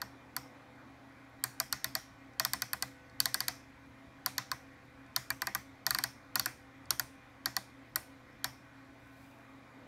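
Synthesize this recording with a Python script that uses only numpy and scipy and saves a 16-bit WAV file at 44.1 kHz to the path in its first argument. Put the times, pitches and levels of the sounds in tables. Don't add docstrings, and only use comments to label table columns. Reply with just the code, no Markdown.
import sys
import numpy as np
from scipy import signal
from scipy.io import wavfile
from scipy.ndimage import uniform_filter1d

SR = 44100
rng = np.random.default_rng(int(sys.argv[2]) if len(sys.argv) > 2 else 0)


def wav_record(signal):
    frames = np.transpose(np.atleast_2d(signal))
    bounded = np.clip(frames, -1, 1)
    quanta = np.round(bounded * 32767).astype(np.int16)
    wavfile.write(sys.argv[1], SR, quanta)


def amplitude_ratio(level_db):
    exponent = np.asarray(level_db, float) / 20
    return 10 ** exponent


N = 435266

# (frequency [Hz], density [dB/Hz])
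AIR = [(20, -27), (40, -13.5), (75, -10.5), (110, -8), (170, -18.5), (260, -8.5), (400, -20), (520, -16.5),
       (800, -16), (2000, -18.5), (2480, -22.5), (2750, -30), (3760, -29.5), (4900, -37.5)]
# (time [s], turn [0-1])
TURNED = [
    (0, 1),
    (.6, .95),
    (1.4, 0.32),
    (2.1, 0),
    (9.25, .05),
    (9.45, .6),
    (9.87, .9),
]
# (frequency [Hz], width [Hz], level [dB rms])
HUM = [(219, 7.1, -80), (320, 5, -87), (505.7, 1.7, -73), (667, 12, -74.5), (791, 3.6, -76), (893, 8, -94),
       (1045, 8.2, -77), (1110, 5.4, -76), (1502, 8, -74.5), (1910, 21, -76.5), (2095, 21, -77),
       (2406, 23, -76)]
# (blade rate [Hz], level [dB rms], octave level [dB rms])
BLADES = [(265.97, -74.7, -95), (268.9, -65.3, -79.7), (271.76, -67.7, -82), (275.02, -68.7, -84)]
SHAFT = [-74.5, -77, -83.5, -71.5, -81, -85]
# (frequency [Hz], level [dB rms])
MAINS = [(120.38, -66), (240, -76)]
# (frequency [Hz], density [dB/Hz])
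HISS = [(2500, -16), (5000, -0.5), (6300, -1), (10100, -9.5), (10500, -10.5), (10750, -1), (11300, -7.5),
        (15100, -12), (15750, -15), (15850, -47.5)]
# (time [s], snap [dB], knob tick [dB], case ring [dB],
# panel knock [dB])
DETENTS = [(0.0171, -26, -36.5, -35.5, -39.5), (0.3651, -24.5, -30, -34.5, -39),
           (1.4391, -19.5, -25, -31, -41.5), (1.6002, -18.5, -25.5, -32, -36.5),
           (1.726, -17.5, -28.5, -33.5, -39.5), (1.8436, -19.5, -28, -32.5, -43),
           (1.952, -17.5, -27.5, -33.5, -39), (2.3974, -14.5, -26.5, -30, -34.5),
           (2.4497, -17.5, -26, -30, -37), (2.534, -19, -25.5, -34, -36),
           (2.6202, -20.5, -28.5, -31.5, -42), (2.7321, -22.5, -27.5, -30.5, -37),
           (2.824, -20, -29, -34, -38.5), (3.2023, -13, -22.5, -34, -41),
           (3.2565, -16.5, -26.5, -31.5, -40), (3.3433, -18.5, -24.5, -33.5, -38),
           (3.4045, -17.5, -29, -35.5, -41), (3.482, -18, -27, -30.5, -41),
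           (4.261, -18, -25, -31, -36), (4.3807, -17, -31.5, -30.5, -38),
           (4.5155, -22.5, -31.5, -31.5, -33.5),
           (5.1625, -15.5, -25.5, -34.5, -36.5), (5.3033, -24.5, -29, -28, -37.5),
               (5.4188, -24.5, -31, -27.5, -34.5), (5.47, -23.5, -33.5, -32, -33.5),
               (5.5493, -21, -27.5, -32.5, -36), (5.8655, -15.5, -25, -30, -36),
               (5.9069, -18.5, -25.5, -29.5, -37), (5.9476, -19, -28, -31, -34),
               (5.9863, -21, -30.5, -28.5, -37), (6.0384, -18.5, -26.5, -30, -41),
               (6.356, -17, -24.5, -29.5, -33.5), (6.3958, -16, -26, -34, -38.5),
               (6.4587, -20.5, -26.5, -28.5, -38), (6.9062, -15, -24.5, -32, -37),
               (6.996, -20.5, -27, -29.5, -40), (7.4579, -18.5, -28.5, -31, -38.5),
               (7.5657, -17.5, -29.5, -32, -35), (7.9586, -21, -25, -29.5, -41),
               (8.4436, -19, -27, -31, -39)]
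CLICKS = DETENTS
# (frequency [Hz], level [dB], t60 [s])
SNAP = [(3270, -10.5, .008), (3650, -10, 0.015), (4010, -6, 0.011), (4420, 2, 0.016), (4700, 2, 0.012),
        (5387, -1.5, 0.015), (5730, -5.5, 0.0084), (6035, -5.5, 0.016), (6780, -5.5, 0.011)]
# (frequency [Hz], level [dB], t60 [s])
KNOB = [(7330, -3, 0.0084), (8110, -3, 0.011), (8710, 2, 0.0044), (9530, -9, 0.014), (10670, -5, 0.012),
        (11780, 11, 0.0041), (12490, 0, 0.0065), (13300, -3, 0.011), (13100, -3, 0.0055),
        (15300, -9.5, 0.0073), (17200, -18.5, .006), (16500, -35, .005)]
# (frequency [Hz], level [dB], t60 [s])
CASE = [(1315, -1.5, 0.021), (1507, 6.5, 0.031), (1695, 12.5, 0.014), (1929, -0.5, 0.054), (2070, 0, 0.015),
        (2428, -7, 0.042), (2640, -14, 0.017)]
# (frequency [Hz], level [dB], t60 [s])
PANEL = [(650.5, -11, 0.093), (725, -15, 0.036), (775.3, -6.5, 0.069), (944.4, -13, 0.071),
         (1050.3, 2.5, 0.039), (1143, -7, 0.044), (1211, 0, 0.039)]
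# (delay [s], level [dB])
ECHOES = [(.0021, -21.5), (.0043, -19.5), (.0068, -18), (0.0106, -24.5), (0.016, -29), (.022, -32.5)]
# (frequency [Hz], t60 [s])
ROOM = [(300, 0.28), (1000, 0.26), (2000, 0.25), (5000, 0.36), (9000, 0.37), (14000, 0.29)]
# (frequency [Hz], density
# [dB/Hz])
RADIATED = [(300, -26), (700, -4), (1600, 0.5), (2400, -4), (3000, -5), (4500, -4), (5400, -1),
            (7000, -7.5), (10000, -12.5), (12000, -11), (14500, -13), (15750, -16), (15900, -63)]
# (frequency [Hz], width [Hz], level [dB], click-to-click spread [dB])
LINGER = [(1974, 220, 5.5, 4.5), (2850, 160, -7.5, -1.5), (4440, 280, 2, 2.5), (5060, 140, -4, 2),
          (5400, 380, 2, 2.5), (6050, 340, 2, -2.5), (9260, 500, 5, 2), (12500, 700, 3, -0.5)]
# (frequency [Hz], level [dB], t60 [s])
BENCH = [(67.9, -11.5, 0.18), (125.9, -1.5, 0.18), (199, -6.5, 0.15), (328.4, -5.5, 0.085),
         (399, -12.5, 0.071)]
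# (frequency [Hz], level [dB], t60 [s])
POLL = [(11060, 2.5, .004), (12200, 0.5, 0.0034), (13000, 5, 0.0036), (14130, 4.5, 0.0051),
        (14700, -1.5, .005)]
# (time [s], peak [dB])
TICKS = [
    (2.3351, -52),
    (3.0974, -48),
    (5.0634, -54),
    (6.8558, -47),
    (8.328, -60),
]

AIR_DB, HISS_DB = -52.5, -78
RUMBLE_TURN_DB, BODY_TURN_DB, HISS_TURN_DB = -6, 4.5, -0.5
SHAFT_HZ = 74.63
IN_STEP_S = 7.79
PUSH_DB, PUSH_PER_SNAP = -47.5, 0.3
POLL_PER_S, POLL_DB = 20, -71
CREAK_HZ, CREAK_DB, CREAK_S, CREAK_GROW_DB = 3063, -35, 0.014, 13.5
SWISH_TOP_S, SWISH_DB, SWISH_RISE_DB_PER_S, SWISH_FALL_DB_PER_S = 9.23, -73, 56, 56.5
EDGE_HZ = 16600


def evened(x):
    return x / np.sqrt(np.mean(x ** 2) + 1e-20)


def read(points, hz):
    f, value = np.transpose(points)
    return np.interp(np.log(hz + 1), np.log(f + 1), value)


def follow(rows):
    s, *columns = np.transpose(rows)
    return [np.interp(np.arange(N) / SR, s, c) for c in columns]


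def add(mix, s, sound):
    part = mix[..., round(s * SR):][..., :sound.shape[-1]]
    part += sound[..., :part.shape[-1]]


def noise(spectrum, patchy_db):
    frames, hz = N // 256 + 5, np.fft.rfftfreq(1024, 1 / SR)
    a, b, patches = rng.standard_normal((frames, 513, 3)).T
    patches = uniform_filter1d(patches, size=10, axis=0)
    patches = evened(uniform_filter1d(patches, size=16, axis=1))
    z = (a + 1j * b) * amplitude_ratio(read(spectrum, hz)[:, None] + patchy_db * patches)
    return evened(signal.istft(z, nperseg=1024, noverlap=768)[1][:N])


def ring(modes, rattle_s, spread_db, detune, rise_s, lag_s=0):
    t = np.arange(round(SR * max(m[2] for m in modes)) + 300) / SR
    hz, db, t60 = np.transpose(modes)[:, :, None]
    level_luck, pitch_luck, phase, start_luck = rng.standard_normal((4, len(modes), 1))
    start_s = rattle_s * abs(start_luck) + lag_s * (hz.max() / hz - 1)
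    since = np.maximum(t - start_s, 0)
    tones = np.sin(2 * np.pi * (hz * (1 + detune * pitch_luck) * since + phase))
    tones = tones * (1 - np.exp(-since / rise_s))
    body = (amplitude_ratio(db + spread_db * level_luck - 60 * since / t60) * tones).sum(0)
    rattle = rng.standard_normal(300) * (rng.random(300) < 0.2) * np.exp(-t[:300] / (2 * rattle_s))
    rattle[0] = 4.2
    direct = signal.fftconvolve(body, rattle)[:len(t)]
    return direct / abs(direct).max()


def air(low_hz, high_hz):
    x = noise(AIR + [(9000, -57.5), (15000, -99)], patchy_db=1.5)
    rumble = signal.sosfiltfilt(signal.butter(2, low_hz, fs=SR, output="sos"), x)
    below = signal.sosfiltfilt(signal.butter(2, high_hz, fs=SR, output="sos"), x)
    turned = follow(TURNED)[0]
    layers = rumble * amplitude_ratio(1.9 + RUMBLE_TURN_DB * turned)
    layers += (below - rumble) * amplitude_ratio(BODY_TURN_DB * turned - 0.76)
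    layers += (x - below) * amplitude_ratio(1.7 + HISS_TURN_DB * turned)
    return amplitude_ratio(AIR_DB - 7.5) * layers


def fan(steady):
    t, out = np.arange(N) / SR, np.zeros(N)
    slow = np.arange(N // 200 + 2) * 200 / SR
    for hz, width_hz, db in HUM:
        r = np.exp(-np.pi * width_hz * 200 / SR)
        a, b = evened(signal.lfilter([1], [1, -2 * r, r * r], rng.standard_normal((2, len(slow)))))
        swing = np.interp(t, slow, a + steady) + 1j * np.interp(t, slow, b)
        out += amplitude_ratio(db) * evened((swing * np.exp(2j * np.pi * hz * t)).real)
    tones = MAINS + [((k + 1) * SHAFT_HZ, db) for k, db in enumerate(SHAFT)]
    tones += [(hz, db) for hz, db, _ in BLADES]
    tones += [(2 * hz, db) for hz, _, db in BLADES]
    for hz, db in tones:
        out += np.sqrt(2) * amplitude_ratio(db) * np.cos(2 * np.pi * hz * (t - IN_STEP_S))
    return out


def microphone_hiss():
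    return amplitude_ratio(HISS_DB) * noise(HISS, patchy_db=1.4)


def knob_clicks():
    out = np.zeros(N)
    for s, snap_db, tick_db, case_db, panel_db in CLICKS:
        snap = ring(SNAP, 0.0003, 0.8, 0.013, 0.0001)
        tick = ring(KNOB, 0.000179, 1.7, 0.015, 0.0001)
        case = ring(CASE, 0.000487, 2.37, 0.024, 0.00031, lag_s=0.0009)
        panel = ring(PANEL, 0.0009, 1.0, 0.02, 0.0022, lag_s=0.004)
        add(out, s, amplitude_ratio(snap_db - 0.56) * snap)
        add(out, s, amplitude_ratio(tick_db + 9.5) * tick)
        add(out, s + 0.00043, amplitude_ratio(case_db + 5.5) * case)
        add(out, s + 0.00078, amplitude_ratio(panel_db + 4.0) * panel)
    return out


def echoes(x, dull_hz):
    near = np.zeros(SR // 20)
    for s, db in ECHOES:
        near[round(s * SR)] = amplitude_ratio(db)
    return signal.lfilter(*signal.butter(1, dull_hz, fs=SR), signal.oaconvolve(x, near)[:N])


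def room(wet_db, build_s):
    out = np.zeros(N)
    ring_hz, width_hz, ring_db, spread_db = np.transpose(LINGER)[:, :, None]
    for s, snap_db, tick_db, case_db, _ in CLICKS:
        hz, t, z = signal.stft(rng.standard_normal(14000), SR, nperseg=256)
        low_db = 0.74 * (case_db - snap_db + 18.0)
        high_db = 0.87 * (tick_db - snap_db + 8.5)
        balance_db = np.interp(hz, [2500, 3550, 6560, 7920], [low_db, 0, 0, high_db])
        balance_db += 3.5 * uniform_filter1d(rng.standard_normal(len(hz)), size=3)
        struck_db = ring_db + spread_db * rng.standard_normal(ring_db.shape)
        balance_db += (struck_db * np.exp(-((hz - ring_hz) / width_hz) ** 2)).sum(0)
        decay_db = 60 * t / read(ROOM, hz)[:, None]
        z = z * amplitude_ratio((read(RADIATED, hz) + balance_db)[:, None] - decay_db)
        tail = signal.istft(z, SR, nperseg=256)[1]
        build = 1 - np.exp(-np.arange(len(tail)) / (SR * build_s))
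        add(out, s, amplitude_ratio(snap_db - 4.5 + wet_db) * tail * build)
    return out


def bench():
    out = np.zeros(N)
    for s, snap_db, *_ in CLICKS:
        push_db = PUSH_DB + PUSH_PER_SNAP * (snap_db + 19.5)
        add(out, s, amplitude_ratio(push_db) * ring(BENCH, 0.0027, 1.7, 0.01, 0.025))
    return out


def camera_ticks():
    out = np.zeros(N)
    for s in np.arange(1, int(N / SR * POLL_PER_S)) / POLL_PER_S:
        late, size = rng.standard_normal(2)
        tick = ring(POLL, 0.0002, 1.5, 0.015, 0.0004)
        add(out, s + 0.0031 * late, amplitude_ratio(POLL_DB + 2.5 * size) * tick)
    return out


def creak():
    out, t = np.zeros(N), np.arange(-CREAK_S, 0, 1 / SR)
    clicks = CLICKS[1:]
    luck = rng.standard_normal((len(clicks), 2))
    for (s, snap_db, *_), (pitch, size) in zip(clicks, luck):
        whine = np.sin(2 * np.pi * CREAK_HZ * (1 + 0.03 * pitch) * t) * (1 + t / CREAK_S)
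        level_db = snap_db + CREAK_DB + 2.5 * size + CREAK_GROW_DB * t / CREAK_S
        add(out, s - CREAK_S, amplitude_ratio(level_db) * whine)
    return out


def slack_ticks():
    out = np.zeros(N)
    for s, db in TICKS:
        add(out, s, amplitude_ratio(db - 4.5) * ring(SNAP[3:] + KNOB[:4], 0.0003, 2.5, 0.02, 0.0002))
    return out


def cloth_swish():
    after = np.arange(N) / SR - SWISH_TOP_S
    swish_db = SWISH_DB + np.minimum(SWISH_RISE_DB_PER_S * after, -SWISH_FALL_DB_PER_S * after)
    grain = amplitude_ratio(2.5 * evened(uniform_filter1d(rng.standard_normal(N), size=130)))
    cloth = [(1500, -27), (3000, -3), (8000, -2.5), (14000, -2.5), (15750, -4.5), (15850, -46)]  # (Hz, dB/Hz)
    return amplitude_ratio(swish_db) * grain * noise(cloth, patchy_db=0.89)


def scene():
    background = air(low_hz=183, high_hz=1300) + fan(steady=0.44) + microphone_hiss() + camera_ticks()
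    clicks = knob_clicks() + slack_ticks()
    space = echoes(clicks, dull_hz=3470) + room(wet_db=-17.0, build_s=0.0013)
    return (background + clicks + space + bench() + creak() + cloth_swish())[None]


def low_pass(x):
    return signal.sosfilt(signal.butter(12, 16970, fs=SR, output="sos"), x)


def record(dry):
    edge = signal.firwin(255, EDGE_HZ, window=("kaiser", 9), fs=SR)
    thin = signal.sosfilt(signal.butter(2, 35, "high", fs=SR, output="sos"), dry)
    mix = signal.oaconvolve(thin, edge[None], "same")
    return low_pass(mix)


dry = scene()
out = record(dry)
wav_record(out)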